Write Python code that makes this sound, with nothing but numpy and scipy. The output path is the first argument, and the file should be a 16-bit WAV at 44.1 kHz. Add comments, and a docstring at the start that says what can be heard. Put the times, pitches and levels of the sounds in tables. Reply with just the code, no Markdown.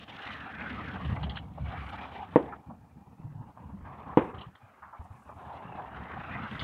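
"""Cars pass behind an olive grove: tyres roar and hiss as shaped noise over a lumpy rumble, and one engine
soon drones by as two sine harmonics. Twigs crackle, airy treble swishes and soft scuffs sound where people lay
out a harvest net, all from short or swelling noise. A sharp, hollow knock rings out just before each of two
lulls: damped modes with a noise crack, scattered among the trees. Dull thuds follow the first knock, and after
the second lull the rush builds again to the end."""
import sys
import numpy as np
from scipy import signal
from scipy.fft import rfft, irfft, next_fast_len
from scipy.io import wavfile
from scipy.ndimage import uniform_filter1d, map_coordinates

SR = 44100
rng = np.random.default_rng(int(sys.argv[2]) if len(sys.argv) > 2 else 0)


def log_audio(samples):
    """Write samples as a 16-bit WAV file to the path given in sys.argv[1]."""
    # one column per channel
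    frames = np.atleast_2d(samples).T
    # limit to full scale, then quantise
    limited = np.clip(frames, -1, 1)
    pcm = np.round(limited * 32767).astype(np.int16)
    wavfile.write(sys.argv[1], SR, pcm)


N = 292633  # length [samples]


def amp(db):
    """Decibels to gain."""
    return 10 ** (np.asarray(db) / 20)


def unit(x):
    """Scale to rms 1."""
    return x / np.sqrt(np.mean(x ** 2) + 1e-20)


def along(points, hz):
    """Read (frequency, value) points on a log frequency axis."""
    point_hz, values = np.transpose(points)
    return np.interp(np.log(hz + 1), np.log(point_hz), values)


def curves(rows):
    """One value per sample for each column after the time."""
    times, *columns = np.transpose(rows)
    return [np.interp(np.arange(N) / SR, times, column) for column in columns]


def wobble(rate, size=N):
    """A smooth random curve through rate knots a second."""
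    knots = rng.standard_normal(int(size * rate / SR) + 4)
    return map_coordinates(knots, [np.arange(size) * rate / SR])


def filtered(x, response):
    """Shape x by a gain that is a function of frequency."""
    size = next_fast_len(len(x) + 8192)
    gain = response(np.fft.rfftfreq(size, 1 / SR))
    return irfft(rfft(x, size) * gain, size)[:len(x)]


def noise(spectrum, size):
    """Coloured noise of rms 1."""
    white = rng.standard_normal(size)
    return unit(filtered(white, lambda hz: amp(along(spectrum, hz))))


def rush(spectrum, patchy_db):
    """Noise of rms 1 whose bands swell and fade in patches, as sound does through moving air."""
    z = signal.stft(noise(spectrum, size=N), nperseg=1024)[2]
    patches = uniform_filter1d(rng.standard_normal(z.shape), size=7, axis=0)
    patches = uniform_filter1d(patches, size=7, axis=1)
    return unit(signal.istft(z * amp(patchy_db * unit(patches)), nperseg=1024)[1][:N])


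def swells(rows):
    """A gain curve of bell-shaped swells, one per (time [s], level [dB], half length [s])."""
    t = np.arange(N) / SR
    return sum(amp(db) * np.exp(-((t - s) / half) ** 2) for s, db, half in rows)


def bursts(rows, width, rise, grain_db):
    """Short crunches: grainy noise in one broad resonance, width in octaves, rise in seconds."""
    out, t = np.zeros(N), np.arange(SR // 4) / SR
    for s, db, pitch_hz, life in rows:
        white = rng.standard_normal(len(t))
        band = filtered(white, lambda hz: np.exp(-(np.log2((hz + 1) / pitch_hz) / width) ** 2))
        grains = amp(grain_db * wobble(396, size=len(t)))
        burst = band * grains * (1 - np.exp(-t / rise)) * amp(-60 * t / life)
        add(out, s - rise / 2, amp(db) * burst / np.abs(burst).max())
    return out


def add(track, s, sound):
    """Mix a sound into the track at time s."""
    part = track[round(s * SR):][:len(sound)]
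    part += sound[:len(part)]


# colour of the still air: (frequency [Hz], relative density [dB])
STILL_AIR_COLOUR = [(30, -0.5), (500, -2.5), (3000, 5), (5000, 3), (9000, 1.5), (15500, -1)]


def still_air():
    """A faint, steady hiss of coloured noise."""
    return amp(-80) * noise(STILL_AIR_COLOUR, size=N)


# tyre band that the ground reflection favours as the cars move: (time [s], centre [Hz])
FAVOURED_BAND = [(.2, 1950), (.55, 1740), (.8, 1170), (1.05, 1070), (1.3, 736), (2.25, 790), (3.0, 804),
                 (4.0, 1085), (4.8, 1268), (5.5, 1020), (5.8, 830), (6.15, 1210), (6.55, 1330)]


def tyre_colour(x, lift_db, upper_db, width, upper_width):
    """The ground reflection lifts a gliding band and a second at three times its pitch; widths in octaves."""
    hz, t, z = signal.stft(x, SR, nperseg=1024)
    octaves = np.log2((hz[:, None] + 1) / np.interp(t, *np.transpose(FAVOURED_BAND)))
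    lift = lift_db * np.exp(-(octaves / width) ** 2)
    lift += upper_db * np.exp(-((octaves - np.log2(3)) / upper_width) ** 2)
    return signal.istft(z * amp(lift), SR, nperseg=1024)[1][:N]


# brief dips, negative depths lift: (time [s], depth of the low end [dB], depth of the tyre noise [dB])
LEVEL_DIPS = [(0.062, 9, 13), (.24, 25, -2), (.49, 16, 1), (2.639, 29, -1), (3.05, 18, 1), (3.53, 23, 6),
              (4.58, 20, -1), (5.24, 10, 5)]
DIP_HALF_S = 0.015


def dips():
    """Decibels lost in bell-shaped dips: one curve for the low end, one for the tyre noise."""
    t = np.arange(N) / SR
    return sum(np.outer(depths, np.exp(-((t - s) / DIP_HALF_S) ** 2)) for s, *depths in LEVEL_DIPS)


# colours of rumble, boom, tyre roar, tread hiss and grit: (frequency [Hz], relative density [dB])
RUMBLE_COLOUR = [(25, -28.5), (48, -18.5), (68, 3), (100, -1), (140, -1), (195, -4.5), (250, -16.5),
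                 (400, -38), (1200, -77)]
BOOM_COLOUR = [(120, -45.5), (200, 0), (245, -1), (295, -3.5), (360, -18.5), (480, -11.5), (700, -23.5),
               (1500, -76)]
ROAR_COLOUR = [(150, -45.5), (370, -6), (480, -9.5), (620, -3.5), (780, 3), (1050, -2.5), (1300, -8),
               (1700, -29.5), (2600, -47.5), (5000, -99)]
HISS_COLOUR = [(700, -51), (1100, 0), (1500, 4), (1850, 1.5), (2350, -5), (2800, -10), (3500, -38.5),
               (5000, -55), (8000, -81.5)]
GRIT_COLOUR = [(1800, -36.5), (2500, 3.5), (3000, 5.5), (3600, 0.5), (4050, -6), (4500, -14), (5600, -21.5),
               (8000, -33.5), (12000, -39), (16000, -50.5)]
# the low rumble and the boom above it, before their random lumps: (time [s], level [dB])
RUMBLE_MOVES = [(0, -54.5), (.55, -50), (1.05, -37), (1.85, -46.5), (2.6, -54), (3.1, -58), (3.5, -54.5),
                (3.7, -50), (4.4, -49.5), (4.6, -68), (4.9, -67.5), (5.45, -52.5), (6.25, -44.5),
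                (6.64, -44)]
BOOM_MOVES = [(0, -55), (0.9, -43.5), (1.6, -56.5), (1.9, -52), (2.9, -63.5), (4.05, -56), (4.7, -72),
              (5.8, -56), (6.64, -48.5)]
# tyres come and go, before trims and flutter: (time [s], roar level [dB], tread hiss over the roar [dB])
TYRE_MOVES = [(0, -52, -5.5), (.14, -46, -0.5), (.45, -49, 4), (.85, -47, 4.5), (1.39, -49, -8),
              (1.47, -58, -17), (1.635, -55.5, -3.5), (1.665, -49, 2.5), (2.05, -45.5, -2.5),
              (2.53, -48, -13.5), (2.62, -61.5, -9.5), (3.1, -62.5, -11.5), (3.85, -55, -11),
              (3.88, -46, -11), (4.4, -46.5, -10), (4.52, -63, -3), (5.33, -54.5, -9.5),
              (5.48, -47.5, -8.5), (5.85, -44.5, -9), (6.17, -45.5, -1.8), (6.64, -45, 3.5)]
# stretches where the grit crunches louder, before flutter: (time [s], level [dB], half length [s])
GRIT_CRUNCHES = [(.18, -55.5, 0.25), (1.08, -67.5, 0.28), (1.98, -64, 0.33), (5.5, -76.5, .1),
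                 (6.63, -58, 0.1)]
ROAR_TRIM_DB, HISS_TRIM_DB, GRIT_UNDER_HISS_DB = -2.5, -2, -17.5


def traffic():
    """Tyres roar and hiss on the asphalt and crunch its grit, over a lumpy rumble."""
    rumble_db, = curves(RUMBLE_MOVES)
    boom_db, = curves(BOOM_MOVES)
    roar_db, bright_db = curves(TYRE_MOVES)
    hiss_db = roar_db + bright_db
    grit_gain = amp(hiss_db + GRIT_UNDER_HISS_DB) + swells(GRIT_CRUNCHES)
    low_dip_db, tyre_dip_db = dips()
    # dB: turbulence on the way stirs all bands together, and the low end comes in lumps
    flutter = 1.56 * wobble(70) + 0.98 * wobble(18)
    lumps = 2.6 * wobble(25)

    rumble_gain = amp(rumble_db + flutter + lumps + 0.71 * wobble(40))
    rumble = rumble_gain * rush(RUMBLE_COLOUR, patchy_db=2.0)
    boom = amp(boom_db + flutter + 0.49 * lumps) * rush(BOOM_COLOUR, patchy_db=1.0)
    roar_gain = amp(roar_db + ROAR_TRIM_DB + flutter + 2.27 * wobble(70))
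    roar = roar_gain * rush(ROAR_COLOUR, patchy_db=2.58)
    hiss_gain = amp(hiss_db + HISS_TRIM_DB + flutter + 1.6 * wobble(100))
    hiss = hiss_gain * rush(HISS_COLOUR, patchy_db=3.5)
    grit = grit_gain * amp(flutter + 3.2 * wobble(130)) * rush(GRIT_COLOUR, patchy_db=1.6)

    tyres = tyre_colour(roar + hiss, lift_db=4.0, upper_db=7.5, width=0.2, upper_width=0.052) + grit
    return amp(-low_dip_db) * (rumble + boom) + amp(-tyre_dip_db) * tyres


# the nearest car's engine, before random wander: (time [s], firing rate [Hz], level [dB])
ENGINE_PASS = [(.85, 72, -70), (1.0, 70.74, -50), (1.25, 68.9, -42), (1.5, 67.9, -59), (1.68, 68.6, -42),
               (1.77, 66, -57), (1.86, 66.3, -48), (2.05, 67.6, -77)]


def engine():
    """The exhaust drones at the firing rate and its octave, sinking a little as the car goes by."""
    hz, db = curves(ENGINE_PASS)
    phase = 2 * np.pi * np.cumsum(hz * (1 + 0.018 * wobble(10.0))) / SR
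    drone = unit(np.sin(phase) + amp(-12.5) * np.sin(2 * phase))
    end = ENGINE_PASS[-1][0]
    fade_out = np.interp(np.arange(N) / SR, [end, end + 0.2], [1, 0])
    return fade_out * amp(db + 1.2 * wobble(19.0)) * drone


# crackles of twigs and dry leaves: (time [s], relative peak [dB], pitch [Hz])
TWIG_CRACKLES = [(1.047, -40, 2980), (1.163, -36, 2130), (1.230, -34.5, 3060), (1.296, -32.5, 3210),
                 (1.358, -37.5, 3100), (1.370, -33, 2970), (4.345, -51, 3000), (4.382, -44.5, 2950),
                 (4.41, -40.5, 2980), (4.46, -61, 3020), (4.553, -55, 3220), (6.594, -29.5, 3330),
                 (6.622, -44, 2980)]
# resonances of every twig: (ratio to the pitch, relative level [dB])
TWIG_RESONANCES = [(.62, -10), (1, 1.5), (1.28, -10)]
TWIG_LIFE_S = 0.086  # to fall by 60 dB


def twigs():
    """Every twig crackles in the same three resonances around its own pitch."""
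    rows = [(s, db + level, hz * ratio, TWIG_LIFE_S)
            for s, db, hz in TWIG_CRACKLES for ratio, level in TWIG_RESONANCES]
    return amp(-3.0) * bursts(rows, width=0.17, rise=0.0011, grain_db=2.5)


# colour of the swishes: (frequency [Hz], relative density [dB])
SWISH_COLOUR = [(3000, -32.5), (5000, -5), (7000, -2), (9500, -1), (11500, -6.5), (15000, -22)]
# airy high swishes, of leaves or trailing a knock, before graininess:
# (time [s], level [dB], half length [s])
AIRY_SWISHES = [(1.13, -83, .14), (1.88, -78.5, 0.077), (2.41, -82, 0.088), (4.25, -80, .07),
                (5.04, -84, 0.03), (5.283, -81, 0.26), (6.58, -79, 0.08)]


def swishes():
    """Soft, grainy swells of airy treble."""
    return swells(AIRY_SWISHES) * amp(2.1 * wobble(80)) * noise(SWISH_COLOUR, size=N)


# soft bumps and scuffs: (time [s], relative peak [dB], pitch [Hz], time to fall by 60 dB [s])
SOFT_BUMPS = [(1.163, -31, 820, 0.21), (1.231, -32, 940, 0.041), (1.371, -32.5, 1520, 0.039),
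              (1.577, -35.5, 714, 0.065), (2.525, -30, 1090, 0.086), (2.698, -39, 780, 0.13),
              (3.574, -37.5, 810, 0.057), (3.868, -42, 1010, .12), (4.553, -44, 1230, 0.032),
              (4.822, -36, 1110, 0.37), (4.928, -36.5, 930, 0.23), (5.054, -45, 790, 0.094),
              (5.293, -35.5, 840, 0.063), (5.391, -47, 1040, 0.027), (5.798, -30, 810, 0.035)]


def bumps():
    """Soft bumps and scuffs: bursts of grainy noise in a broad middle band."""
    return amp(-0.5) * bursts(SOFT_BUMPS, width=0.61, rise=0.00204, grain_db=3.5)


# colour of the grove's answer, before each knock's brightness: (frequency [Hz], relative density [dB])
SCATTER_COLOUR = [(40, -8.5), (80, -21.5), (200, -1.5), (330, 4), (500, 5.5), (650, -4.5), (950, 0.5),
                  (1400, -10.5), (2600, -22), (3700, -35.5), (4600, -62), (9000, -60.5), (15000, -74.5)]
# how long the far trees linger: (frequency [Hz], time to fall by 60 dB [s])
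GROVE_DECAY = [(100, 0.67), (500, 0.4), (1500, 0.25), (4000, 0.38), (10000, .5)]


def grove(bright_db):
    """A fresh diffuse echo, arriving in clumps: near trees answer at once, far ones linger."""
    hz, t, z = signal.stft(noise(SCATTER_COLOUR, size=SR), SR, nperseg=256)
    near = amp(-24.5 - 60 * t / 0.061)
    far = amp(-29 - 60 * t / along(GROVE_DECAY, hz)[:, None])
    # the brightness tilts the treble from about 1 kHz up
    shelf = amp(bright_db * along([(800, 0.061), (1300, 1.0)], hz))[:, None]
    tail = signal.istft(z * (near + far) * shelf, SR, nperseg=256)[1]
    clumps = amp(1.4 * wobble(70, size=len(tail)))
    onset = 1 - np.exp(-np.arange(len(tail)) / SR / 0.0029)
    return tail * clumps * onset


# knocks: (time [s], level [dB], contact time [s], crack over the knock's level [dB],
#          rebound share of the blow, echo brightness [dB], echo over the knock's level [dB])
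KNOCK_BLOWS = [(2.359, -1, 0.00098, -17, 0.5, -4.5, .5), (4.1722, 2.5, 0.0021, -15.5, 0.43, 3, -2)]
# modes of the struck hollow body: (frequency [Hz], relative level [dB], time to fall by 60 dB [s])
BODY_MODES = [(158, -28, 0.032), (293, -4.5, 0.027), (473, -1.5, 0.023), (592, -36, .04),
              (890, -11.5, 0.039), (997, -28.5, 0.027), (1200, -49, 0.04), (1836, -3, 0.03),
              (2380, -26.5, 0.034)]
# colour of the crack: (frequency [Hz], relative density [dB])
CRACK_COLOUR = [(300, -2.5), (900, 20), (1600, 0), (2700, -3.5), (3600, -18.5), (4300, -39.5),
                (9000, -58.5), (15000, -51.5)]
# echoes from near trunks and walls: (delay before a random shift [s], level [dB])
NEAR_ECHOES = [(0.0185, -15), (0.034, -32), (.054, -41)]
CLICK_DB = -52  # faint one-sample click just after each knock's onset, relative to the knock's level


def knocks():
    """Each blow cracks, rings the damped body and rebounds a few milliseconds later."""
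    out, t = np.zeros(N), np.arange(SR // 4) / SR
    foliage = signal.butter(4, 3100, fs=SR, output="sos")  # air and foliage take the treble
    for s, db, contact, crack_db, rebound, bright_db, echo_level_db in KNOCK_BLOWS:
        ring = sum(amp(level - 60 * t / t60) * np.cos(2 * np.pi * hz * t) for hz, level, t60 in BODY_MODES)
        push = t / contact * np.exp(-(2 * t / contact) ** 2)  # longer contact gives a duller blow
        blow = signal.fftconvolve(ring, push / push.sum())[:len(t)]
        blow = signal.sosfilt(foliage, blow)
        crack_envelope = amp(crack_db - 60 * t / 0.038) * (1 - np.exp(-t / 0.0016))
        crack = crack_envelope * noise(CRACK_COLOUR, size=len(t))
        add(out, s, amp(db) * (blow + crack))
        add(out, s + 0.001, amp(db + CLICK_DB) * np.ones(1))
        add(out, s + 0.00625, amp(db) * rebound * blow)
        for delay, echo_db in NEAR_ECHOES:
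            add(out, s + delay + rng.uniform(-0.00046, 0.0011), amp(db + echo_db) * blow)
        add(out, s + 0.008, amp(db + echo_level_db) * grove(bright_db))
    # the body radiates no deep bass
    return signal.sosfilt(signal.butter(2, 65, "high", fs=SR, output="sos"), out)


# dull thuds near the ground: (time [s], relative peak [dB], pitch [Hz], time to fall by 60 dB [s])
GROUND_THUDS = [(2.688, -37.5, 183, .2), (2.961, -41, 185, 0.19), (3.083, -45.5, 180, 0.11),
                (3.192, -35.5, 162, 0.28), (3.242, -31, 140, 0.52), (3.347, -32, 123, .4),
                (3.468, -43, 197, 0.079), (3.735, -35.5, 185, 0.13), (3.82, -37, 89, .14),
                (4.465, -37, 130, 0.12), (4.63, -46, 95, .16), (4.996, -35, 76, 0.13),
                (5.108, -37.5, 106, 0.11), (5.341, -39, 90, 0.21)]


def thuds():
    """Soft, low bursts of grainy noise, perhaps footfalls on the turf."""
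    return amp(-1.0) * bursts(GROUND_THUDS, width=0.42, rise=0.007, grain_db=2.05)


def scene():
    """Road, knocks and small sounds of work over a faint steady hiss."""
    road = traffic() + engine()
    work = twigs() + swishes() + bumps() + knocks() + thuds()
    return (still_air() + road + work)[None]


TOP_HZ = 15750


def record(dry):
    """Cut everything above the band limit."""
    return filtered(dry[0], lambda hz: hz < TOP_HZ)[None]


dry = scene()
out = record(dry)
log_audio(out)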